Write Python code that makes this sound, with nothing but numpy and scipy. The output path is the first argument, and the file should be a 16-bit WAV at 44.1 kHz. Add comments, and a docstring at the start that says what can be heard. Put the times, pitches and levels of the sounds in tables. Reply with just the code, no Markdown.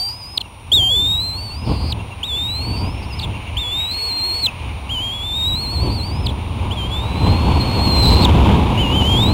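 """Thin, rising whistles of bald eagles at a stick nest, turning raspy and breaking off in falling squeaks.
Each is a near sine from the syrinx, whose two sides sometimes sound together and beat.
Wind buffets the nest microphone and swells as one bird spreads its wings.
A fine, dry crackle gives feathers, twigs and the rasp of one call. Frogs peep far away.
The camera whines faintly and its uneven sampling adds thin overtones to the calls."""
import sys
import numpy as np
from scipy import signal
from scipy.fft import rfft, irfft
from scipy.io import wavfile
from scipy.ndimage import uniform_filter1d, map_coordinates

SR = 44100
rng = np.random.default_rng(int(sys.argv[2]) if len(sys.argv) > 2 else 0)


def waveform_to_disk(signal):
    """Save audio, clipped to [-1, 1], as 16-bit WAV at the path in sys.argv[1]."""
    frames = np.transpose(np.atleast_2d(signal))
    scaled = np.clip(frames, -1, 1) * 32767
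    samples = np.round(scaled).astype(np.int16)
    wavfile.write(sys.argv[1], SR, samples)


N = 411453
TIME = np.arange(N) / SR

# The colour of rushing air. Each row: frequency in Hz, relative level in dB.
RUSH_SPECTRUM = [(70, -2), (140, 2), (220, 1), (400, -7), (650, -14), (950, -7.5), (1300, -24.5),
                 (1800, -33.5), (2600, -22.5), (3500, -23.5), (4500, -44), (6000, -48.5), (15000, -64)]
# The slow contour of the calls, one list per whistle. Each row: time in seconds, pitch in Hz, level in dB.
CONTOURS = [
    [(0.0, 4620, -20.5), (.08, 4703, -23.5), (.18, 5060, -39), (.237, 4870, -33), (.31, 5090, -38),
     (.365, 5050, -35)],
    [(.72, 3198, -7.5), (.82, 3136, -14.5), (.886, 3150, -16.5), (.915, 3394, -14), (1.162, 3823, -18),
     (1.43, 4470, -31.5), (1.53, 4550, -33.5), (1.675, 5280, -47.5), (1.715, 4930, -40.5),
     (1.79, 4840, -41), (1.912, 4950, -36.5)],
    [(2.233, 3410, -27.5), (2.338, 3413, -21.5), (2.474, 3785, -23), (2.68, 4495, -30), (2.82, 4596, -34),
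     (2.945, 5370, -48.5), (3.1, 5370, -54), (3.134, 4950, -34), (3.188, 5250, -39)],
    [(3.571, 3375, -23.5), (3.69, 3382, -24), (3.803, 3780, -20), (3.87, 3840, -23.5), (3.94, 4255, -24.5),
     (4.04, 4367, -22.5), (4.17, 4160, -21.5), (4.33, 4296, -20.5), (4.415, 4406, -25), (4.442, 4160, -14),
     (4.457, 4020, -16)],
    [(4.895, 2960, -25), (4.99, 2950, -22.5), (5.04, 3165, -23), (5.18, 3365, -28.5), (5.47, 3827, -18),
     (5.61, 4247, -25.5), (5.8, 4310, -26.5), (5.93, 4580, -33), (6.014, 4200, -28), (6.225, 5310, -46),
     (6.255, 4950, -36)],
    [(6.712, 3195, -27.5), (6.84, 3120, -28.5), (6.96, 3490, -25.5), (7.1, 3950, -42), (7.3, 4130, -28.5),
     (7.42, 4320, -36.5), (7.72, 4304, -30), (7.87, 4270, -21.5), (8.06, 4045, -18), (8.21, 4174, -22),
     (8.24, 4410, -21.5)],
    [(8.778, 2830, -19.5), (8.893, 2796, -26), (8.97, 3110, -20), (9.035, 3000, -22.5), (9.13, 3193, -19),
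     (9.23, 3600, -18), (9.33, 4260, -28)],
]


def from_db(db):
    """Decibels to gain."""
    return 10 ** (np.asarray(db) / 20)


def rms_one(x):
    """Scale to unit power."""
    return x / np.sqrt(np.mean(x ** 2) + 1e-20)


def curves(rows):
    """One curve per value column, drawn through rows that begin with a time in seconds."""
    times, *columns = np.transpose(rows)
    return [np.interp(TIME, times, column) for column in columns]


def gate(start, end, edge_s):
    """One between two times, with short ramps."""
    return np.clip(np.minimum(TIME - start, end - TIME) / edge_s + .5, 0, 1)


def bump(peak_s, half_width_s):
    """A bell-shaped swell of height one."""
    return np.exp(-np.minimum(((TIME - peak_s) / half_width_s) ** 2, 30))


def noise(spectrum):
    """Coloured noise of rms 1, falling 24 dB an octave beyond the ends of its spectrum."""
    hz, db = np.transpose(spectrum)
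    bins = np.maximum(np.arange(N // 2 + 1) * SR / N, 1)
    skirts_db = -24 * np.abs(np.log2(bins / np.clip(bins, hz[0], hz[-1])))
    gain = from_db(np.interp(np.log(bins), np.log(hz), db) + skirts_db)
    return rms_one(irfft(rfft(rng.standard_normal(N)) * gain, N))


def flutter(rate_hz):
    """Random wandering up to about the given rate, rms 1."""
    lowpass = signal.butter(2, rate_hz, fs=SR, output="sos")
    return rms_one(signal.sosfilt(lowpass, rng.standard_normal(N)))


def frogs(chorus_db, peep_hz=2745, peeps_per_s=8.14, first_db=-43.5, growth_db_per_s=2.5):
    """A blurred, throbbing chorus and one nearer frog whose single run of peeps grows louder."""
    times = np.arange(1.022, 3.9, 1 / peeps_per_s)
    levels_db = first_db + growth_db_per_s * (times - times[0]) + 3 * rng.standard_normal(len(times))
    peeps = sum(from_db(db) * bump(s, half_width_s=.014) for s, db in zip(times, levels_db))
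    pitch = peep_hz * (1 + 0.0075 * flutter(62))
    voice = np.sqrt(2) * np.sin(2 * np.pi * np.cumsum(pitch) / SR)
    # The colour of the chorus. Each row: frequency in Hz, relative level in dB.
    chorus_spectrum = [(1900, -11), (2300, 1.5), (2750, 1.5), (3100, -4), (3900, -20.5)]
    return peeps * voice + from_db(chorus_db + 1.05 * flutter(9.5)) * noise(chorus_spectrum)


def valley():
    """The bed: frogs, and distant air with a low rumble and a hollow ring near 1 kHz."""
    # Its slow swells. Each row: time in seconds, air in dB, frog chorus in dB.
    swells = [(0, -41.5, -49), (.6, -43, -49), (1.3, -38.5, -45.5), (2.2, -38, -43.5), (3.2, -36.5, -39.5),
              (4.3, -35.5, -37.5), (5.4, -36, -43), (6.5, -35, -41.5), (7.5, -27.5, -34.5),
              (8.4, -24.5, -32), (9.33, -33, -36.5)]
    # The colour of the distant air. Each row: frequency in Hz, relative level in dB.
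    air_spectrum = [(30, 1.5), (80, 2.5), (160, -16.5), (400, -15.5), (650, -9.5), (960, -3), (1300, -14.5),
                    (1800, -24), (2600, -29.5), (3700, -17), (5000, -31), (8000, -42), (15000, -46)]
    air_db, chorus_db = curves(swells)
    return from_db(air_db) * noise(air_spectrum) + frogs(chorus_db)


def wind(rush_trim_db=0.5, lumpy_db=1.5, evenness=0.49):
    """Eddies buffet the microphone housing near 80 Hz while broader turbulence rushes past."""
    # The steady wind. Each row: time in seconds, buffeting in dB, rush in dB before its trim.
    breeze = [(0.0, -39, -47), (0.62, -38, -47), (1.01, -29, -39.5), (1.53, -30.5, -41), (1.82, -21.5, -31),
              (2.13, -34, -41), (2.78, -24, -33), (4.0, -35.5, -43), (5.38, -29.5, -39),
              (5.82, -26.5, -30.5), (7.09, -21.5, -30), (7.4, -20, -22), (7.85, -19, -21.5),
              (8.31, -10, -13), (8.83, -19, -20), (9.33, -13.5, -17.5)]
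    # Gusts add their power to it. Each row: peak time and half width in seconds, then the same two levels.
    gusts = [(0.788, 0.045, -24, -30.5), (1.04, 0.14, -28, -37), (1.706, 0.048, -21.5, -24),
             (1.906, .1, -25, -31.5), (2.73, .06, -25, -27.5), (2.856, 0.037, -21.5, -26),
             (3.28, .07, -21.5, -31.5), (3.56, 0.043, -22.5, -40), (4.699, 0.084, -26, -38.5),
             (4.942, 0.048, -27.5, -39), (5.52, 0.059, -22, -41), (5.871, 0.095, -17.5, -28),
             (6.222, 0.11, -21, -32.5), (6.65, 0.056, -22.5, -29.5), (7.293, 0.076, -12.5, -18),
             (7.52, 0.065, -14, -20.5), (7.848, 0.045, -16.5, -23), (8.113, 0.062, -9, -19),
             (8.5, 0.067, -16.5, -16)]
    # The colour of the buffeting. Each row: frequency in Hz, relative level in dB.
    buffet_spectrum = [(20, -18), (45, -11.5), (62, 0), (85, 0), (110, -2.5), (150, -19.5), (300, -47)]
    power = from_db(curves(breeze)) ** 2
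    for s, half_width, buffet_db, rush_db in gusts:
        power = power + from_db([[buffet_db], [rush_db]]) ** 2 * bump(s, half_width)
    buffet_db, rush_db = 10 * np.log10(power)
    eddies = noise(buffet_spectrum)
    local_power = uniform_filter1d(eddies ** 2, size=2200)
    eddies = rms_one(eddies / local_power ** (evenness / 2))   # partly level out the rumble
    rush = noise(RUSH_SPECTRUM) * from_db(rush_db + rush_trim_db + lumpy_db * flutter(27.0))
    return eddies * from_db(buffet_db) + rush


def thumps():
    """A sharp eddy strikes the housing and is gone: a burst of the low end of the rush."""
    # Single eddies. Each row: start in seconds, length in seconds, level in dB.
    hits = [(1.673, 0.063, -20.5), (5.845, .06, -23)]
    envelope = sum(from_db(db) * gate(s, s + length, 0.0052) for s, length, db in hits)
    return noise(RUSH_SPECTRUM[:5]) * envelope


def crackle(snaps_per_s=500, clump_db=4, spread_db=3.0, band_hz=(2300, 5000), fizz=0.11):
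    """Fine dry crackle: the rasp of the call near 8.1 s, feathers and twigs elsewhere."""
    # The crackle's swells. Each row: time in seconds, level in dB.
    swells = [(0, -60), (6.9, -70), (7.3, -54), (7.75, -51), (8.1, -40), (8.5, -59), (8.75, -56),
              (9.1, -39), (9.33, -48)]
    triggers = rng.random(N) < snaps_per_s * from_db(clump_db * flutter(18)) / SR
    strength = from_db(spread_db * np.minimum(rng.exponential(1, N), 4))
    snaps = triggers * strength * rng.choice([-1, 1], N)
    body = signal.sosfilt(signal.butter(1, band_hz, "band", fs=SR, output="sos"), snaps + 1e-18)
    return from_db(curves(swells)[0]) * rms_one(body + fizz * snaps)


def syrinx(pitch, rough, chaos, tones=1, ceiling=1.36, octave_db=-38):
    """The bird's voice, a near sine with a faint octave; roughness scatters its phase and level."""
    swing = 1 + rough * chaos
    swing = swing / np.maximum(1, np.abs(swing) / ceiling)   # the membrane's swing is bounded
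    cycle = np.exp(2j * np.pi * np.cumsum(pitch) / SR) * swing
    return np.sqrt(2) * np.real((cycle + from_db(octave_db) * cycle ** 2) * tones)


def squeaks(chaos, plunge=2.2, swell=1.72, spit_db=-26):
    """The membrane slackens: pitch drops ever faster while the tone flares with a spit of noise."""
    # Falls that end a whistle, at times two-voiced. Each row: start and length in seconds,
    # first and last pitch in Hz, level at the crest in dB, roughness from 0 to 1.
    falls = [(0.37, 0.013, 5000, 2170, -9.5, 0), (0.399, 0.023, 3700, 2490, -24, 0.3),
             (0.395, 0.026, 4250, 4050, -27, 0.5), (0.419, 0.058, 2900, 2540, -40.5, .05),
             (1.913, 0.019, 4700, 2050, -19.5, 0.24), (3.182, 0.024, 5150, 2090, -25, 0.3),
             (3.192, 0.04, 4500, 4250, -31, .6), (3.205, 0.055, 3750, 3150, -26, 0.8),
             (4.450, 0.025, 4080, 2600, -12.5, 0.14), (4.457, 0.0465, 2700, 2394, -24.5, 0.3),
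             (6.253, 0.023, 4950, 2140, -19, 0.16), (6.266, 0.044, 3600, 3080, -29, .7),
             (6.291, .028, 4100, 3700, -36, 0.37), (8.237, 0.024, 4150, 2600, -10.5, 0.3)]
    out = np.zeros(N)
    for s, length, from_hz, to_hz, db, rough in falls:
        progress = np.linspace(0, 1, int(length * SR))
        span = slice(int(s * SR), int(s * SR) + len(progress))
        flare = np.sin(np.pi * progress ** swell) ** 2
        tone = syrinx(from_hz + (to_hz - from_hz) * progress ** plunge, rough, chaos[span])
        spit = from_db(spit_db) * rng.standard_normal(N)[span]
        out[span] += from_db(db) * flare * (tone + spit)
    return out


def melody(scoop_peak_s=.031, scoop_shape=1.55, onset_s=.008, accent_s=0.014):
    """Pitch in Hz and level in dB of the whistles: slow contours with scoops, quavers and catches."""
    pitch, level_db = curves([row for call in CONTOURS for row in call])
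    # Upward attacks. Each row: start in seconds, first pitch in Hz, overshoot in Hz, accent in dB.
    scoops = [(.718, 3153, 609.7, -3), (2.231, 2850, 440.5, 8.5), (3.569, 2900, 300, 4.5),
              (4.893, 2714, 290, -0.5), (6.711, 2842, 351.7, 1.5), (8.776, 2850, 250.3, -4)]
    for s, start_hz, height_hz, accent_db in scoops:
        span = slice(int((s - .004) * SR), int((s + .25) * SR))
        age = np.maximum(TIME[span] - s, 0)
        rise = (age / scoop_peak_s) ** scoop_shape
        pitch[span] += (start_hz - pitch[span]) * np.exp(-age / onset_s)
        pitch[span] += height_hz * rise * np.exp(1 - rise)
        level_db[span] += accent_db * np.exp(-(age / accent_s) ** 2)
    # Vibrato. Each row: start and end in seconds, cycles per second, half the pitch swing in Hz.
    quavers = [(1.195, 1.62, 5.7, 129.6), (2.906, 3.11, 12.5, 85), (4.049, 4.359, 10.5, 69.5),
               (5.013, 5.565, 8.93, 59.5), (5.59, 6.109, 9.15, 139.4), (7.067, 7.33, 9.37, 60),
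               (7.63, 7.88, 10.5, 65), (8.929, 9.266, 7.6, 80)]
    for start, end, per_s, depth_hz in quavers:
        arches = np.abs(np.sin(np.pi * per_s * (TIME - start) + np.pi / 4))   # round crests, sharp dips
        pitch += 2 * depth_hz * (arches - 2 / np.pi) * gate(start, end, 0.0209)
    # The voice catches. Each row: time and half width in seconds, pitch jump in Hz, level change in dB.
    catches = [(2.268, 0.018, 1, -4), (3.163, .013, 149, -11), (5.53, 0.029, -150, -0.5),
               (6.066, 0.0119, 149.5, 0), (6.753, 0.016, 0, -17), (6.89, 0.019, -1, -19),
               (7.5, 0.0352, 90.5, -3), (7.587, .012, 180, -6), (7.614, 0.017, -110, 9.5)]
    for s, half_width, jump_hz, change_db in catches:
        catch = bump(s, half_width)
        pitch += jump_hz * catch
        level_db += change_db * catch
    return pitch, level_db


def whistles(chaos, tremor=0.00279, wobble=.0033, shimmer_db=0.69, clear_rough=0.0078, beat_rough=0.061):
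    """The eagle's whistle scoops up, dips and climbs; under strain it rasps or splits into beating tones."""
    # Raspy stretches. Each row: start and end in seconds, added roughness from 0 to 1.
    rasps = [(0.084, 0.1, 0.4), (0.1, 0.14, 0.24), (1.65, 1.75, 0.2), (2.98, 3.13, .2), (3.91, 3.947, 0.35),
             (4.383, 4.43, 0.13), (5.885, 5.975, 0.07), (7.488, 7.803, 0.15), (8.024, 8.16, .45),
             (8.162, 8.248, 0.3)]
    # The other side of the syrinx joins in. Each row: start and end in seconds,
    # pitch offset in Hz, level against the main tone in dB.
    second_voice = [(1.652, 1.71, -480, 4.5), (1.71, 1.918, -370, 1.5), (2.767, 2.826, 270, -8),
                    (3.022, 3.053, -510, 6.5), (5.899, 5.959, -230, -6.5), (8.218, 8.243, -370, -5)]
    rough = clear_rough + sum(depth * gate(start, end, 0.005) for start, end, depth in rasps)
    drifting_time = np.cumsum(1 + 0.029 * flutter(21.2)) / SR
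    tones = 1
    for start, end, offset_hz, db in second_voice:
        split = gate(start, end, 0.012)
        beat = np.exp(2j * np.pi * offset_hz * drifting_time)
        # the two sides are coupled, so a weaker third tone lies one more step away
        tones = tones + from_db(db) * split * (beat + 0.49 * beat ** 2)
        rough = rough + beat_rough * split
    pitch, level_db = melody()
    pitch = uniform_filter1d(pitch, size=220) * (1 + tremor * flutter(79) + wobble * flutter(26.3))
    voiced = sum(gate(call[0][0] - .002, call[-1][0] + .006, .003) for call in CONTOURS)
    hoarse = from_db(-18) * rough * np.abs(chaos) * rng.standard_normal(N)
    envelope = voiced * from_db(level_db + shimmer_db * flutter(29))
    return envelope * (syrinx(pitch, rough, chaos, tones) + hoarse)


def scene(rasp_hz=230, hiss_db=-67.5):
    """Valley, wind, nest and eagle at one hissing microphone."""
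    chaos = flutter(rasp_hz) + 1j * flutter(rasp_hz)   # the jitter that roughens the voice
    background = valley() + from_db(hiss_db) * rng.standard_normal(N)
    eagle = whistles(chaos) + squeaks(chaos)
    return (background + wind() + thumps() + crackle() + eagle)[None]


def record(dry, ceiling=.57, clock_hz=48000, whine_waver=0.0012, cutoff_hz=15800):
    """The camera rounds the peaks, holds the last tick of a faster clock, whines and cuts the top."""
    # Electronic whine. Each row: frequency in Hz, level in dB.
    whine_tones = [(5663, -66), (9561, -53.5), (13458, -70), (15676, -76)]
    rounded = dry[0] / (1 + (dry[0] / ceiling) ** 8) ** (1 / 8)
    # the timing error is a sawtooth, which mirrors every tone around multiples of the clock difference
    ticks = np.arange(N) * clock_hz // SR * SR / clock_hz
    held = map_coordinates(rounded, [ticks], order=3, mode="nearest")
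    whine_time = np.cumsum(1 + whine_waver * flutter(16)) / SR
    whine = sum(np.sqrt(2) * from_db(db) * np.sin(2 * np.pi * hz * whine_time) for hz, db in whine_tones)
    top_cut = signal.ellip(12, .1, 90, cutoff_hz, fs=SR, output="sos")
    return signal.sosfilt(top_cut, held + whine)[None]


dry = scene()
out = record(dry)
waveform_to_disk(out)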